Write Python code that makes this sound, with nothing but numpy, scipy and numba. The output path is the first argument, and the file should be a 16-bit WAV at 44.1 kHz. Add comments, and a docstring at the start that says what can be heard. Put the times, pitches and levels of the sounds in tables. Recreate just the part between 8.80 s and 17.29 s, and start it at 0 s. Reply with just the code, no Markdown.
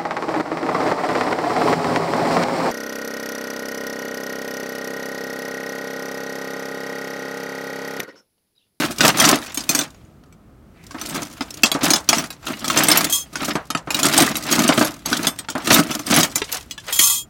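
"""A hand rummages through steel sockets, pliers and wrenches in a toolbox tray, close to a phone.
The moving heap is a crowd of small modal impacts over gritty noise; drags and thuds excite the tray's modes.
Separate knocks crack as noise bursts and ring as decaying sines. A pair of pliers rings freely, a thin steel
frame until a touch damps it, and one tool slides softly. Low outdoor air murmurs behind; loud peaks saturate."""
import sys
import numpy as np
from scipy import signal
from scipy.fft import rfft, irfft, next_fast_len
from scipy.io import wavfile
from scipy.ndimage import uniform_filter1d
from numba import njit

SR = 44100
rng = np.random.default_rng(int(sys.argv[2]) if len(sys.argv) > 2 else 0)


def put_to_file(sound):
    """Save the sound as 16-bit audio at rate SR, in the file named by the first command-line argument."""
    columns = np.atleast_2d(sound).T  # one column per channel
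    safe = np.clip(columns, -1, 1)
    whole_steps = np.round(safe * 32767)
    wavfile.write(sys.argv[1], SR, whole_steps.astype(np.int16))


def boost(x):
    """Linear amplitude factor 10**(x/20) for a level x in decibels (scalar or array-like)."""
    u = np.asarray(x, float) / 20
    return 10 ** u


N = 374409  # length [samples]

# shoves of the hand through the heap:
# (time of full effort [s], build-up [s], hold [s], relative level [dB])
SHOVES = [(0.0, 0.052, 0.0045, -15.5), (0.236, 0.07, 0.031, -14.5), (0.433, 0.17, 0.065, -15),
          (0.963, 0.29, 0.035, -30), (2.3, 0.303, 0.122, -32), (2.557, 0.7, 0.45, -42.5),
          (3.038, 0.037, 0.012, -19.5), (3.311, 0.064, 0.081, -28.5), (3.71, 0.12, 0.0094, -28),
          (3.983, 0.284, 0.261, -22.5), (4.612, 0.13, 0.074, -29), (5.196, 0.099, 0.287, -24),
          (5.394, 0.2, 0.035, -15), (5.733, 0.208, 0.098, -21.5), (5.946, 0.13, 0.093, -23.5),
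          (6.289, 0.051, 0.16, -27), (6.92, 0.12, 0.04, -15.5), (7.099, 0.19, 0.064, -30.5),
          (7.346, 0.13, 0.051, -19), (7.748, 0.2, 0.012, -28.5), (8.109, 0.1, 0.012, -27)]
# radiation of steel contacts: (frequency [Hz], relative spectral level [dB])
STEEL_COLOUR = [(240, -35.5), (400, -1), (3370, -2.5), (6050, -1), (16000, -11)]
# modes of the tray floor and walls: (frequency [Hz], relative level [dB], 60 dB decay time [s])
TRAY_MODES = [(169.4, -7.5, 0.16), (240.3, 3.5, 0.029), (293, 5.5, 0.037), (648, 1, 0.021),
              (1250, 3.5, 0.013)]
# spectrum of the outdoor air: (frequency [Hz], relative spectral level [dB])
AIR_COLOUR = [(15, -52), (25, -14.5), (55, 5), (170, 0.5), (500, -13), (16000, -54)]
# thuds of heavy tools on the tray: (time [s], relative level [dB], thump re that level [dB])
KNOCKS = [(0.25, -2.5, -11), (0.529, -6, -6), (2.145, -31, 3.5), (2.355, -18.5, -3), (2.608, -9.5, -17.5),
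          (2.949, -19.5, 2), (3.108, -22.5, -6), (4.6836, -26, 6), (4.7541, -11, -6), (4.9496, -6.5, -15),
          (5.073, -30.5, 7), (5.89, -1.5, -7.5), (6.011, -7, -3.5), (6.7525, -18.5, 1)]
# further knocks, with a common thump and each a clear ring of its own: (time [s], relative level [dB], clear
# ring [Hz])
MORE_KNOCKS = [(0.2068, 3, 1496), (0.3993, 4.5, 5980), (0.4513, 1.5, 6100), (0.7446, -14.5, 8540),
               (0.7736, -5.5, 6520), (0.806, -17, 4940), (0.8925, 1.5, 6300), (0.949, -1, 6590),
               (0.9899, -1.5, 6070), (1.014, -12.5, 3590), (1.437, -41.5, 1430), (1.5255, -39, 2300),
               (2.109, -23, 1090), (2.214, -13, 6080), (2.834, 9.5, 2595), (2.9164, -2.5, 3346),
               (3.1045, 3, 6540), (3.135, 4.5, 5030), (3.161, -8.5, 3420), (3.2897, 6, 5940), (3.33, 2, 685),
               (3.383, -5.5, 5980), (3.44, -14.5, 1416), (3.504, -15, 3904), (3.669, -9.5, 1374),
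               (3.844, -9, 1284), (3.9, -1.5, 1282), (3.974, 1.5, 6250), (3.987, -3, 7680), (4.035, -1.5, 12930),
               (4.085, 5, 8580), (4.115, 5.5, 5190), (4.173, 4, 11900), (4.556, -9, 1450), (4.9032, -7, 1290),
               (5.1052, -6.5, 2490), (5.145, -1.5, 3870), (5.231, -0.5, 7100), (5.254, -2.5, 8300),
               (5.3776, 6.5, 8250), (5.421, -1, 8240), (5.555, -8, 3880), (5.568, -9, 11450),
               (5.7259, 0.5, 6650), (5.7917, -4, 6230), (5.878, -4.5, 8520), (6.048, -8, 11270),
               (6.259, -7, 6440), (6.289, -23, 8200), (6.329, -2, 1502), (6.4694, 1.5, 3440),
               (6.5882, -11.5, 8550), (6.6862, -13, 1394), (6.701, -13.5, 6700), (6.8716, -6, 2730),
               (6.9283, -9, 6020), (6.943, 3.5, 13700), (6.982, -5, 4820), (7.1129, -9, 1316),
               (7.1928, -16.5, 6230), (7.267, -11.5, 8400), (7.3086, -7.5, 6240), (7.3402, -1.5, 6210),
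               (7.363, 0.5, 11080), (7.387, -4.5, 14300), (7.405, -3.5, 4790), (7.431, 0.5, 6550),
               (7.557, -0.5, 7090), (7.6181, -6, 415), (7.725, -8.5, 12700), (7.9101, -13.5, 3340),
               (7.9784, -17, 1720), (8.1928, 4.5, 3240)]
# modes of the pliers: (frequency [Hz], relative level [dB])
PLIERS_MODES = [(3520, -6.5), (5240, -10.5), (6142, -10.5), (7090, -1.5), (8470, 2.5), (10450, -19),
                (11645, -6.5), (12530, -9), (14190, -26), (14870, -19)]
# blows on the pliers: (time [s], relative level [dB])
PLIERS_BLOWS = [(0.7442, -21), (0.8909, -9), (0.9517, -17), (0.9903, -28), (6.4692, -7)]
# clear modes of the frame: (frequency [Hz], relative level [dB])
FRAME_MODES = [(3257, 4), (5103, -4), (6315, 0.5), (7035, 3), (7265, -4), (8290, -1), (8646, -2.5),
               (10830, -3), (13347, -6), (14390, -5)]
# blows on the frame: (time [s], relative level [dB])
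FRAME_BLOWS = [(4.298, -3.5), (4.325, 4), (8.1261, 2.5), (8.1896, 8.5), (8.2129, 7), (8.236, 4.5),
               (8.271, 6.5), (8.298, 0.5), (8.341, -2)]
# touches that damp the frame: (time [s])
FRAME_GRIPS_S = [4.43, 8.15, 8.42]

TOP_HZ = 16000
# rise over the build-up; fall once the hand lets go
BUILD_DB, SETTLE_DB_PER_S, TRAY_SETTLE_DB_PER_S = 24, 196.5, 157.5
REST_DB, TRAY_REST_DB = -80, -51.5  # floors of rattle and rumble with the hand barely touching
LINGER_DB, LINGER_DB_PER_S = -14.5, 49.5  # faint rustle of tools that keep shifting afterwards
# tray rumble re rattle; it drops once the tools are lifted off the tray
RUMBLE_DB, LIFTED_S, LIFTED_DB = 2, 7.6, -20
AIR_DB = -47.5
THUD_RING_HZ, MORE_KNOCKS_THUMP_DB = 1266, -23  # clear ring of a thud; common thump of the further knocks re their level
PLIERS_T60_S = 0.14
SLIDE_S, SLIDE_LENGTH_S, SLIDE_HZ = 1.93, 0.19, (1700, 2600)
SLIDE_DB = -42  # level of the slide's noise ahead of its band-pass


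def colour(x, points):
    """Linear filtering: weights a noise spectrum by (Hz, dB) points and scales it to rms 1."""
    hz, db = np.transpose(points)
    n = next_fast_len(N)
    f = np.arange(n // 2 + 1) * SR / n + 1
    gain = boost(np.interp(np.log(f), np.log(hz), db))
    y = irfft(rfft(x, n) * gain, n)[:N]
    return y / y.std()


def band(x, lo_hz, hi_hz):
    """Band limitation: a Butterworth band-pass made from a second-order prototype."""
    return signal.sosfilt(signal.butter(2, [lo_hz, hi_hz], "band", fs=SR, output="sos"), x)


def bursts(s, db, t60):
    """Exponential decay: an envelope jumps at each moment and loses 60 dB in t60 seconds."""
    kicks = np.bincount(np.minimum(s * SR, N - 1).astype(int), boost(db), N)
    return signal.lfilter([1], [1, -np.exp(-np.log(1000) / (t60 * SR))], kicks)


@njit
def ring(n, start, hz, size, t60, grip, held_t60):
    """Damped free vibration: decaying sines, each taking the held decay after its grip moment."""
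    out = np.zeros(n)
    for k in range(len(start)):
        z = size[k] + 0j
        turn = 2j * np.pi * hz[k] / SR
        free = np.exp(turn - np.log(1000) / (t60[k] * SR))
        held = np.exp(turn - np.log(1000) / (held_t60 * SR))
        for i in range(start[k], n):
            out[i] += z.imag
            z *= free if i < grip[k] else held
            if z.real ** 2 + z.imag ** 2 < 6e-8:  # inaudible
                break
    return out


def strike(s, db, hz, t60, grip_s=99., held_t60=.085):
    """Modal superposition: every mode of every blow rings; inputs broadcast to blows x modes."""
    s, db, hz, t60, grip_s = (a.ravel() for a in np.broadcast_arrays(s, db, hz, t60, grip_s))
    start = (s * SR).astype(int)
    hz = np.clip(hz, 20., .45 * SR)
    size = boost(db) * np.sign(rng.standard_normal(len(s)))  # random polarity
    return ring(N, start, hz, size, np.clip(t60, .002, .8), (grip_s * SR).astype(int), held_t60)


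def steel_db(hz):
    """Radiation efficiency: how strongly steel sends out a mode at this pitch."""
    points_hz, db = np.transpose(STEEL_COLOUR)
    return np.interp(np.log(hz), np.log(points_hz), db)


def tray(push):
    """Forced resonance: a push drives the tray's low modes; it is too small to send out deep bass."""
    out = 0
    for hz, db, t60 in TRAY_MODES:
        pole = np.exp(2j * np.pi * hz / SR - np.log(1000) / (t60 * SR))
        out = out + boost(db) * signal.lfilter([1], [1, -pole], push).imag
    return band(out, 206.4, 5400)


def effort(now):
    """Dominance of the strongest drive: shoves build up, hold, settle and linger; gives rattle, rumble in dB."""
    s, build, hold, db = np.transpose(SHOVES)[:, :, None]
    rise = BUILD_DB * np.minimum(now - s, 0) / build
    after = np.maximum(now - s - hold, 0)
    fall = np.maximum(-SETTLE_DB_PER_S * after, LINGER_DB - LINGER_DB_PER_S * after)
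    rattle = np.max(db + rise + fall, axis=0)
    tray_db = np.where(s < LIFTED_S, RUMBLE_DB, LIFTED_DB)
    rumble = np.max(db + tray_db + rise - TRAY_SETTLE_DB_PER_S * after, axis=0)
    return np.maximum(rattle, REST_DB), np.maximum(rumble, TRAY_REST_DB)


def stirring(count=1500):
    """Random impact excitation: sliding tools ring in a dense crowd, hiss with grit and drag on the tray."""
    t = np.arange(0, N, 64) / SR
    rattle_db, rumble_db = effort(t)
    s, size, odds, centre = rng.random((count, 4, 1)).transpose(1, 0, 2)
    pick, life = rng.random((count, 2, 6)).transpose(1, 0, 2)
    s = s * N / SR
    effort_db = np.interp(s, t, rattle_db)
    extra_db = -2.5 * np.log(1 - size)
    # the gentler the hand, the fewer tools tumble
    busy = (odds < (effort_db + 62) / 40)[:, 0]
    s, effort_db, extra_db, centre, pick, life = (
        a[busy] for a in (s, effort_db, extra_db, centre, pick, life))

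    # each small impact rings six modes around a pitch of its own, most of them briefly
    hz = 900 * 16.0 ** centre * np.exp(1.2 * (pick - .5))
    mode_db = effort_db + extra_db - 1.5 - 8 * life + steel_db(hz)
    clinks = strike(s, mode_db, hz, 0.017 * np.exp(2.25 * life ** 2))

    # light contacts tick in the treble, heavy ones knock lower
    now = np.arange(N) / SR
    steel = colour(rng.standard_normal(N), STEEL_COLOUR)
    low = band(steel, 400, 3990)
    light = uniform_filter1d(bursts(s[::3, 0], extra_db[::3, 0] + 1.5, 0.026), size=130)
    heavy = uniform_filter1d(bursts(s[1::3, 0], extra_db[1::3, 0] + 3.5, 0.036), size=300)
    ticks = light * (steel - low) + heavy * low
    # scraping stays duller than the ticks
    scrape = boost(-10.0) * low + boost(-8) * steel
    grit = boost(np.interp(now, t, rattle_db)) * (scrape + ticks)

    jolts = .5 + bursts(s[::5, 0], extra_db[::5, 0] - 0.5, 0.044)
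    drag = boost(np.interp(now, t, rumble_db) - 25.5) * jolts
    return clinks + grit + tray(drag * rng.standard_normal(N))


def outdoor_air():
    """Stationary broadband noise: a steady low murmur of outdoor air."""
    return boost(AIR_DB) * colour(rng.standard_normal(N), AIR_COLOUR)


def knocks():
    """Impulsive excitation: a contact cracks, bounces, rings clear and chance modes and pushes the tray."""
    thuds = [row + (THUD_RING_HZ,) for row in KNOCKS]
    clinks = [(s, db, MORE_KNOCKS_THUMP_DB, hz) for s, db, hz in MORE_KNOCKS]
    s, db, thump_db, hz = np.transpose(thuds + clinks)
    thump_db = thump_db + np.where(s < LIFTED_S, 0, LIFTED_DB / 2)
    steel = colour(rng.standard_normal(N), STEEL_COLOUR)

    # small hard parts ring high and crack brightly, heavy ones are dull
    edge_db = db + 4.0 * np.log2(hz / 7200.0)
    bounce_s = s + 0.025 * rng.random(len(s))  # each tool touches down a second time
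    touches = bursts(s, db - 15.0, 0.031) + bursts(bounce_s, db - 20.0, 0.082)
    body = band(steel, 2400, 9300) * uniform_filter1d(touches, size=90)
    edge = band(steel, 6700, TOP_HZ) * uniform_filter1d(bursts(s, edge_db - 14.0, 0.05), size=90)
    dull = band(rng.standard_normal(N), 460, 1466) * bursts(s, db + thump_db + 8.0, 0.22)

    # 24 chance modes per knock: draws for level, pitch and decay time
    level, pitch, life = rng.standard_normal((len(s), 24, 3)).transpose(2, 0, 1)
    modes_t60 = .065 * np.exp(.4 * np.clip(life, -2, 1.6))
    modes_hz = np.clip(np.sqrt(hz[:, None] * 8000.) * np.exp(.65 * pitch), 900., TOP_HZ)
    modes_db = db[:, None] - 21.5 + 3 * level - 2 * life + steel_db(modes_hz) / 2
    others = strike(s[:, None], modes_db, modes_hz, modes_t60)
    clear = strike(s, db - 9.5, hz, 0.049)
    push = rng.standard_normal(N) * bursts(s, db + thump_db - 22.5, 0.07)
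    return body + edge + dull + others + clear + tray(push)


def tool(blows, modes, grips_s, share_db, spot_db=5.0, drift=0.001):
    """Dependence on the striking point: each blow reweights the modes and slightly shifts their pitch."""
    s, db = np.transpose(blows)[:, :, None]
    hz, mode_db, t60 = np.transpose(modes)
    grips = np.append(grips_s, 99.)  # 99 s: never touched
    next_grip_s = grips[np.searchsorted(grips, s)]
    spot = spot_db * rng.standard_normal((len(s), len(hz)))
    return strike(s, db + share_db + mode_db + spot, hz * (1 + spot * drift / 2), t60, next_grip_s)


def pliers():
    """Free modal vibration: the struck pliers ring out undisturbed."""
    modes = [mode + (PLIERS_T60_S,) for mode in PLIERS_MODES]
    return tool(PLIERS_BLOWS, modes, [], -11.0)


def slide():
    """Friction noise: a tool drags softly over the tray under a half-sine swell."""
    progress = np.clip((np.arange(N) / SR - SLIDE_S) / SLIDE_LENGTH_S, 0, 1)
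    return boost(SLIDE_DB) * np.sin(np.pi * progress) * band(rng.standard_normal(N), *SLIDE_HZ)


def frame(count=170):
    """High modal density: thin steel has weak modes among its clear ones and chatters after each blow."""
    pick, weight, life = rng.random((count, 3)).T
    crowd = np.transpose([700 + 15200 * pick, -6 - 10 * weight - 8 * (1 - pick) ** 3])
    hz, db = np.vstack([FRAME_MODES, crowd]).T
    t60 = np.append(np.full(len(FRAME_MODES), 0.285), 0.095 + 0.19 * life)
    modes = np.transpose([hz, db, t60])
    s, blow_db = np.transpose(FRAME_BLOWS)[:, :, None]
    late = 0.041 * rng.random((len(s), 3))  # three weaker touches follow each blow
    chatter = np.transpose([(s + late).ravel(), (blow_db - 6.5 + 0 * late).ravel()])
    blows = np.vstack([FRAME_BLOWS, chatter])
    return band(tool(blows, modes, FRAME_GRIPS_S, -30.0, spot_db=4.5), 460, TOP_HZ)


def scene():
    """Linear superposition: the sounds of the tools and tray add to the outdoor air."""
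    near = stirring() + knocks() + pliers() + slide() + frame()
    return (near + outdoor_air())[None]


def roll_off(x):
    """The treble ends steeply here."""
    return signal.sosfilt(signal.butter(12, 16470, fs=SR, output="sos"), x)


def record(dry):
    """Saturation and band limitation: the phone adds faint hiss, rounds the loudest peaks and cuts the top."""
    x = np.tanh(dry + boost(-70.0) * rng.standard_normal(N))
    x = signal.sosfilt(signal.ellip(8, .2, 70, TOP_HZ, fs=SR, output="sos"), x)
    return roll_off(x)


dry = scene()
out = record(dry)
put_to_file(out)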